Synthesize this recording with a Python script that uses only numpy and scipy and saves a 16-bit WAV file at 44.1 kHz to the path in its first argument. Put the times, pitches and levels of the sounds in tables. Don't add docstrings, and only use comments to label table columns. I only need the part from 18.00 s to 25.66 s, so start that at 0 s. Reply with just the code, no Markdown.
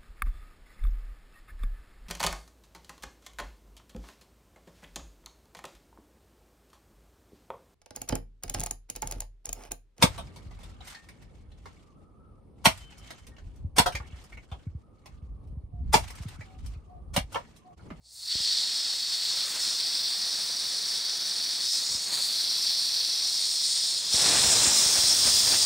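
import sys
import numpy as np
from scipy import signal
from scipy.fft import rfft, irfft, next_fast_len
from scipy.io import wavfile
from scipy.ndimage import uniform_filter1d, map_coordinates

SR = 44100
rng = np.random.default_rng(int(sys.argv[2]) if len(sys.argv) > 2 else 0)


def nominal_scale(level):
    x = np.asarray(level, float) / 20
    return 10 ** x


def to_wav(sig):
    pcm = np.clip(np.atleast_2d(sig), -1, 1) * 32767
    pcm = np.round(pcm).astype(np.int16)
    wavfile.write(sys.argv[1], SR, pcm.T)


N = 337760
T = np.arange(N) / SR
SIZE = next_fast_len(N + SR // 2)
HZ = np.arange(SIZE // 2 + 1) * SR / SIZE


def jet():
    # edge_db (to about 6 kHz), sizzle_db (to about 10 kHz), top_db (beyond)
    jet_levels = [(0.0, -86, -3, -1, -8), (0.06, -59.5, -4, -3, -17), (0.14, -55, -2, 1.5, -4),
                  (0.32, -30, -7.5, -13, -24), (0.4, -29, -4, -10, -24), (0.59, -28, -4, -10.5, -26),
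                  (0.63, -31.5, -4.5, -8, -21), (0.87, -30, -4, -10.5, -23), (0.93, -32, -4, -9.5, -21),
                  (1.4, -29.5, -5, -10, -20), (1.53, -34, -4, -5.5, -13), (1.62, -33, 0.5, -4, -16),
                  (1.81, -29.5, -3.5, -10.5, -19.5), (2.7, -33, -2, -9, -18), (3.62, -32, -2.5, -9.5, -18),
                  (3.73, -30, 1.5, -4.5, -15), (3.84, -32.5, -4, -6.5, -17), (3.92, -33, 3.5, -2, -15),
                  (3.97, -34, -1, -3, -18), (4.09, -34.5, -3, -5, -16), (4.14, -29.5, -11.5, -6.5, -15.5),
                  (4.41, -29, -4.5, -11, -17.5), (5.2, -30, -1, -10, -18), (5.5, -31, -0.5, -3.5, -17.5),
                  (5.97, -30, -1, -4.5, -20), (6.02, -35, -2, -3.5, -17), (6.11, -30.5, -1.5, -6, -20),
                  (6.14, -26, 1, -2, -16), (6.4, -27, 0.5, 2, -12.5), (6.74, -28.5, 3.5, 4, -11),
                  (7.0, -28, 3.5, 0, -11.5), (7.66, -27, 1, 0.5, -12.5)]
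    # edge_hz, fade_hz
    jet_bands = [(4800, 200), (6150, 400), (9700, 400)]
    # (delay_ms, share)
    hand_places = [(0, 4820, 0.87, [(2.2, .1), (0.21, .19), (0.34, -.14), (.587, -.18), (1.3, -.16)]),
                   (.3, 4770, 0.99, [(1.6, .06), (0.19, -0.22), (0.34, -0.1), (0.52, 0.00017),
                   (1.9, -.06)]), (1.3, 4760, 0.55, [(1.248, -.07), (0.28, 0.075), (0.42, -0.073)]),
                   (1.78, 4860, 0.65, [(0.39, -0.051), (.166, -.17), (0.2, -0.035), (0.3, -0.18),
                   (.833, 0.052)]), (2.2, 4870, 0.65, [(.52, 0.036), (1.06, -0.04), (1.732, 0.094),
                   (.167, -.13), (.261, -.25), (.34, -0.18), (.411, -0.16), (1.203, -0.0047),
                   (1.467, -0.12)]), (3.67, 4770, 0.72, [(.668, -.08), (0.17, 0.12), (0.47, .08),
                   (1.574, 0.071)]), (4.12, 4900, .6, [(.6, -0.082), (.89, .11), (.129, -.35),
                   (.175, -0.09), (.275, .12), (.469, 0.18)]), (4.35, 4830, 0.71, [(1.6, -0.085),
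                   (.344, 0.089), (.127, -0.27), (0.19, 0.049), (0.31, -0.16), (0.62, -0.19), (1.2, 0.14)]),
                   (5.35, 4730, .5, [(.122, -0.16), (.201, 0.11), (.372, .11), (.645, -0.15)]),
                   (5.98, 4650, .65, [(.288, 0.13), (.492, -0.14), (1.186, 0.16)]),
                   (6.13, 4680, 0.52, [(.3, .09), (0.38, 0.047), (0.1, .21), (.202, -0.12), (0.44, -0.09)]),
                   (6.45, 4700, 0.51, [(.908, -.06), (1.196, 0.07), (.222, -0.17), (.306, .18), (.368, .26),
                   (.624, -.15)]), (6.85, 4900, .3, [(.379, 0.045), (.168, 0.044), (0.22, -0.091),
                   (.338, 0.2), (0.84, -0.05), (1.35, -0.13), (0.4, -0.072)]),
                   (7.2, 4450, .25, [(.233, -0.12), (.342, 0.16), (.497, -.1), (.857, -0.044),
                   (1.482, .07)])]
    eddy_db, flutter_db = 0.63, 0.32
    flicker_db, flicker_per_s = 0.65, 24
    move_s = 0.04

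    surge_db = eddy_db * walk(150) + flutter_db * walk(30)
    eddies = rfft(rng.standard_normal(N) * nominal_scale(surge_db), SIZE)
    fixed_path = nozzle() * fittings() * walls()
    arrived = [np.clip((T - place[0]) / move_s + 0.5, 0, 1) for place in hand_places[1:]]
    held = -np.diff([np.ones(N)] + arrived + [np.zeros(N)], axis=0)
    parts = shares(jet_bands)
    bands = np.zeros((len(parts), N))
    for weight, (_, hollow_hz, depth, taps) in zip(held, hand_places):
        path = fixed_path * cavity(hollow_hz, depth) * echoes(taps)
        bands += weight * np.array([play(eddies, path * part) for part in parts])
    bands *= [nominal_scale(flicker_db * walk(flicker_per_s)) for _ in parts]

    body_db, *upper_db = columns(jet_levels)
    upper = np.sum(nominal_scale(np.array(upper_db)) * bands[1:], axis=0)
    return sweeps(nominal_scale(body_db) * (bands[0] + upper))


def nozzle():
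    # pitch_hz, gain_db (only the shape counts)
    flank = [(500, -50), (1200, -37.5), (1800, -16.5), (2300, -27.5)]
    # pitch_hz, gain_db (only the shape counts)
    port = [(2800, -23.5), (3300, -8), (3900, -3), (4500, -0.5), (5300, 3), (6200, -12), (8000, -11.5),
            (9200, -11), (9900, -23.5), (11000, -25), (12400, -28), (15000, -26.5), (15700, -25)]
    # pitch_hz, half_width_hz, depth (0-1)
    gaps = [(12400, 120, .5), (13780, 90, .6)]
    top_hz = 15760
    gain = colour(list(flank) + list(port)) * (HZ < top_hz)
    return gain * np.prod([dip(*gap) for gap in gaps], axis=0)


def fittings():
    # delay_ms, share (of the direct sound; minus flips it)
    near_echoes = [(0.514, -0.1), (0.567, -0.18), (0.624, -0.1), (0.773, 0.04), (0.839, 0.13),
                   (0.891, 0.06), (1.034, 0.04), (1.156, 0.05), (1.307, -0.03), (1.497, 0.03),
                   (1.919, 0.04), (3.041, -0.03)]
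    return echoes(near_echoes)


def walls():
    answer_db, fade_60db_s = -15, 0.07
    t = np.arange(SR // 2) / SR
    fade = np.exp(-np.log(1000) * t / fade_60db_s)
    tail = rng.standard_normal(len(t)) * fade * (t > 0.004)
    return 1 + nominal_scale(answer_db) * rfft(tail / np.sqrt(np.sum(tail ** 2)), SIZE)


def cavity(hollow_hz, depth):
    hollow = dip(hollow_hz, 130, depth)
    ring = dip(hollow_hz - 300, 91, -0.48 * depth)
    return hollow * ring


def sweeps(hiss):
    # start_s, length_s, first_delay_ms, last_delay_ms, share (at mid-sweep)
    hand_sweeps = [(1.302, 0.54, 0.36, 1.67, 0.25), (3.65, 0.51, 1.57, 0.28, 0.26)]
    out = hiss
    for start_s, length_s, first_ms, last_ms, share in hand_sweeps:
        late_s = np.interp(T, [start_s, start_s + length_s], [first_ms, last_ms]) / 1000
        echo = map_coordinates(hiss, [(T - late_s) * SR], mode="mirror")
        out = out + share * bump(start_s, length_s) * echo
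    return out


def draught():
    # upper_roar_db (over about 1 kHz), buffeting_db (under about 135 Hz)
    air_levels = [(0.0, -81, -8, 2), (0.12, -81.5, -2, 6), (0.32, -68, 13, -8), (0.45, -60, -3, -14),
                  (0.7, -56, 4, -16), (1.05, -59.5, 4.5, -13), (1.5, -55, 8.5, -10), (1.9, -56, 4.5, -13),
                  (3.6, -55.5, 3, -17), (4.0, -55.5, 3.5, -8), (4.4, -55.5, 4.5, -14.5),
                  (5.67, -57.5, 2.5, -19), (6.1, -55.5, 3.5, -8), (6.14, -44.5, -1, -13),
                  (6.25, -36.5, 2, -13), (6.4, -37, 2, -7.5), (6.62, -37, 1, -6), (6.75, -41, 2, -12),
                  (7.0, -44.5, 2.5, -12), (7.66, -45.5, 1.5, -7)]
    # pitch_hz, gain_db (only the shape counts)
    roar_colour = [(18, -41), (30, -1), (80, 3), (171, -3), (436, -3.5), (490, -2.5), (1890, -0.5),
                   (2740, -0.5), (3200, -6.5), (4160, -59), (7040, -120)]
    # middle_s, length_s, level_db (at the middle)
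    single_gusts = [(0.397, .04, 6), (1.563, 0.041, 3), (1.6, .04, 0), (3.708, 0.068, -13), (4.09, 0.06, 5),
                    (4.135, 0.069, 7.5), (4.187, 0.055, 7.5), (6.423, .04, -4), (6.594, 0.058, -4),
                    (6.672, 0.06, 3.5), (6.971, 0.099, 5.5), (7.04, 0.025, 4.5), (7.28, 0.084, 6.5),
                    (7.476, 0.029, 6.5), (7.532, 0.13, 6.5)]
    gust_db, lump_db, sway_db = 0.4, 1.0, 2.0

    air = rfft(rng.standard_normal(N) * nominal_scale(gust_db * walk(25) + lump_db * walk(220)), SIZE)
    gain = colour(roar_colour)
    buffet, low, upper = (play(air, gain * part) for part in shares([(135, 113), (1050, 540)]))
    low_db, upper_db, buffet_db = columns(air_levels)
    gusts_db = sum(db * bump(middle_s - length_s / 2, length_s) for middle_s, length_s, db in single_gusts)
    roar = nominal_scale(gusts_db) * (low + nominal_scale(upper_db) * upper)
    buffeting = nominal_scale(buffet_db + sway_db * walk(4.4)) * buffet
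    return nominal_scale(low_db) * (roar + buffeting)


def pops():
    # start_s, level_db (of the step, ahead of the low cut), direction (+1 push, -1 pull)
    puffs = [(.3546, -28.5, -1), (0.4042, -36, 1), (0.538, -48, 1), (.7366, -59, -1), (2.8404, -49, 1),
             (3.4005, -48, 1), (3.9117, -38, 1), (3.95, -34, -1), (6.1432, -25, 1), (6.6729, -24, -1),
             (6.8605, -28, 1), (6.9872, -27, 1), (7.0405, -32, 1), (7.2548, -26, -1), (7.282, -28, 1),
             (7.474, -30, 1), (7.525, -27, 1)]
    rise_ms, leak_ms = 0.16, 30
    t_ms = np.arange(SR // 4) / SR * 1000
    step = (1 - np.exp(-t_ms / rise_ms)) ** 2 * np.exp(-t_ms / leak_ms)
    out = np.zeros(N + SR)
    for start_s, db, direction in puffs:
        first = int(start_s * SR)
        out[first:first + len(step)] += np.sign(direction) * nominal_scale(db) * step
    return out[:N]


def mains_hum():
    # pitch_hz, level_db (rms, ahead of the wavering and sinking)
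    tones = [(59.2, -69), (118.4, -76)]
    # start_s, change_db
    sinking = [(0, 0), (.35, -2), (.6, -7), (7.66, -6)]
    hum = np.zeros(N)
    for hz, db in tones:
        tone = np.sin(2 * np.pi * (hz * T + rng.random()))
        hum += np.sqrt(2) * nominal_scale(db + 1.6 * walk(12)) * tone
    return hum * nominal_scale(columns(sinking)[0])


def quiet_room():
    # pitch_hz, gain_db (only the shape counts)
    quiet_colour = [(24, -30), (40, 0), (98, -8), (156, -15), (2390, -39), (4450, -25), (4790, -21),
                    (15000, -41)]
    return nominal_scale(-81) * play(rfft(rng.standard_normal(N), SIZE), colour(quiet_colour))


def colour(points):
    hz, db = np.transpose(points)
    return nominal_scale(np.interp(np.log(HZ + 1), np.log(hz), db))


def shares(edges):
    above = [np.clip((HZ - hz) / fade_hz + 0.5, 0, 1) for hz, fade_hz in edges]
    return -np.diff([np.ones(len(HZ))] + above + [np.zeros(len(HZ))], axis=0)


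def play(spectrum, gain):
    return irfft(spectrum * gain, SIZE)[:N] / np.sqrt(np.mean(np.abs(gain) ** 2))


def echoes(taps):
    return 1 + sum(share * np.exp(-2j * np.pi * HZ * ms / 1000) for ms, share in taps)


def dip(hz, half_width_hz, depth):
    return 1 - np.minimum(depth, 1) / (1 + 1j * (HZ - hz) / half_width_hz)


def walk(per_s):
    hold = max(int(SR / per_s), 2)
    levels = np.repeat(rng.standard_normal(N // hold + 1), hold)
    smooth = uniform_filter1d(uniform_filter1d(levels, hold), hold)[:N]
    return smooth / smooth.std()


def columns(table):
    s, *values = np.transpose(table)
    return [np.interp(T, s, v) for v in values]


def bump(start_s, length_s):
    return np.sin(np.pi * np.clip((T - start_s) / length_s, 0, 1)) ** 2


def scene():
    mix = jet() + draught() + pops() + mains_hum() + quiet_room()
    return np.tile(mix, (2, 1))


def low_pass(x):
    return signal.sosfilt(signal.butter(12, 16990, fs=SR, output="sos"), x)


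def record(dry):
    low_cut_hz, ceiling = 56, 0.71
    low_cut = signal.butter(4, low_cut_hz, "high", fs=SR, output="sos")
    x = signal.sosfilt(low_cut, dry)
    return low_pass(ceiling * np.tanh(x / ceiling))


dry = scene()
out = record(dry)
to_wav(out)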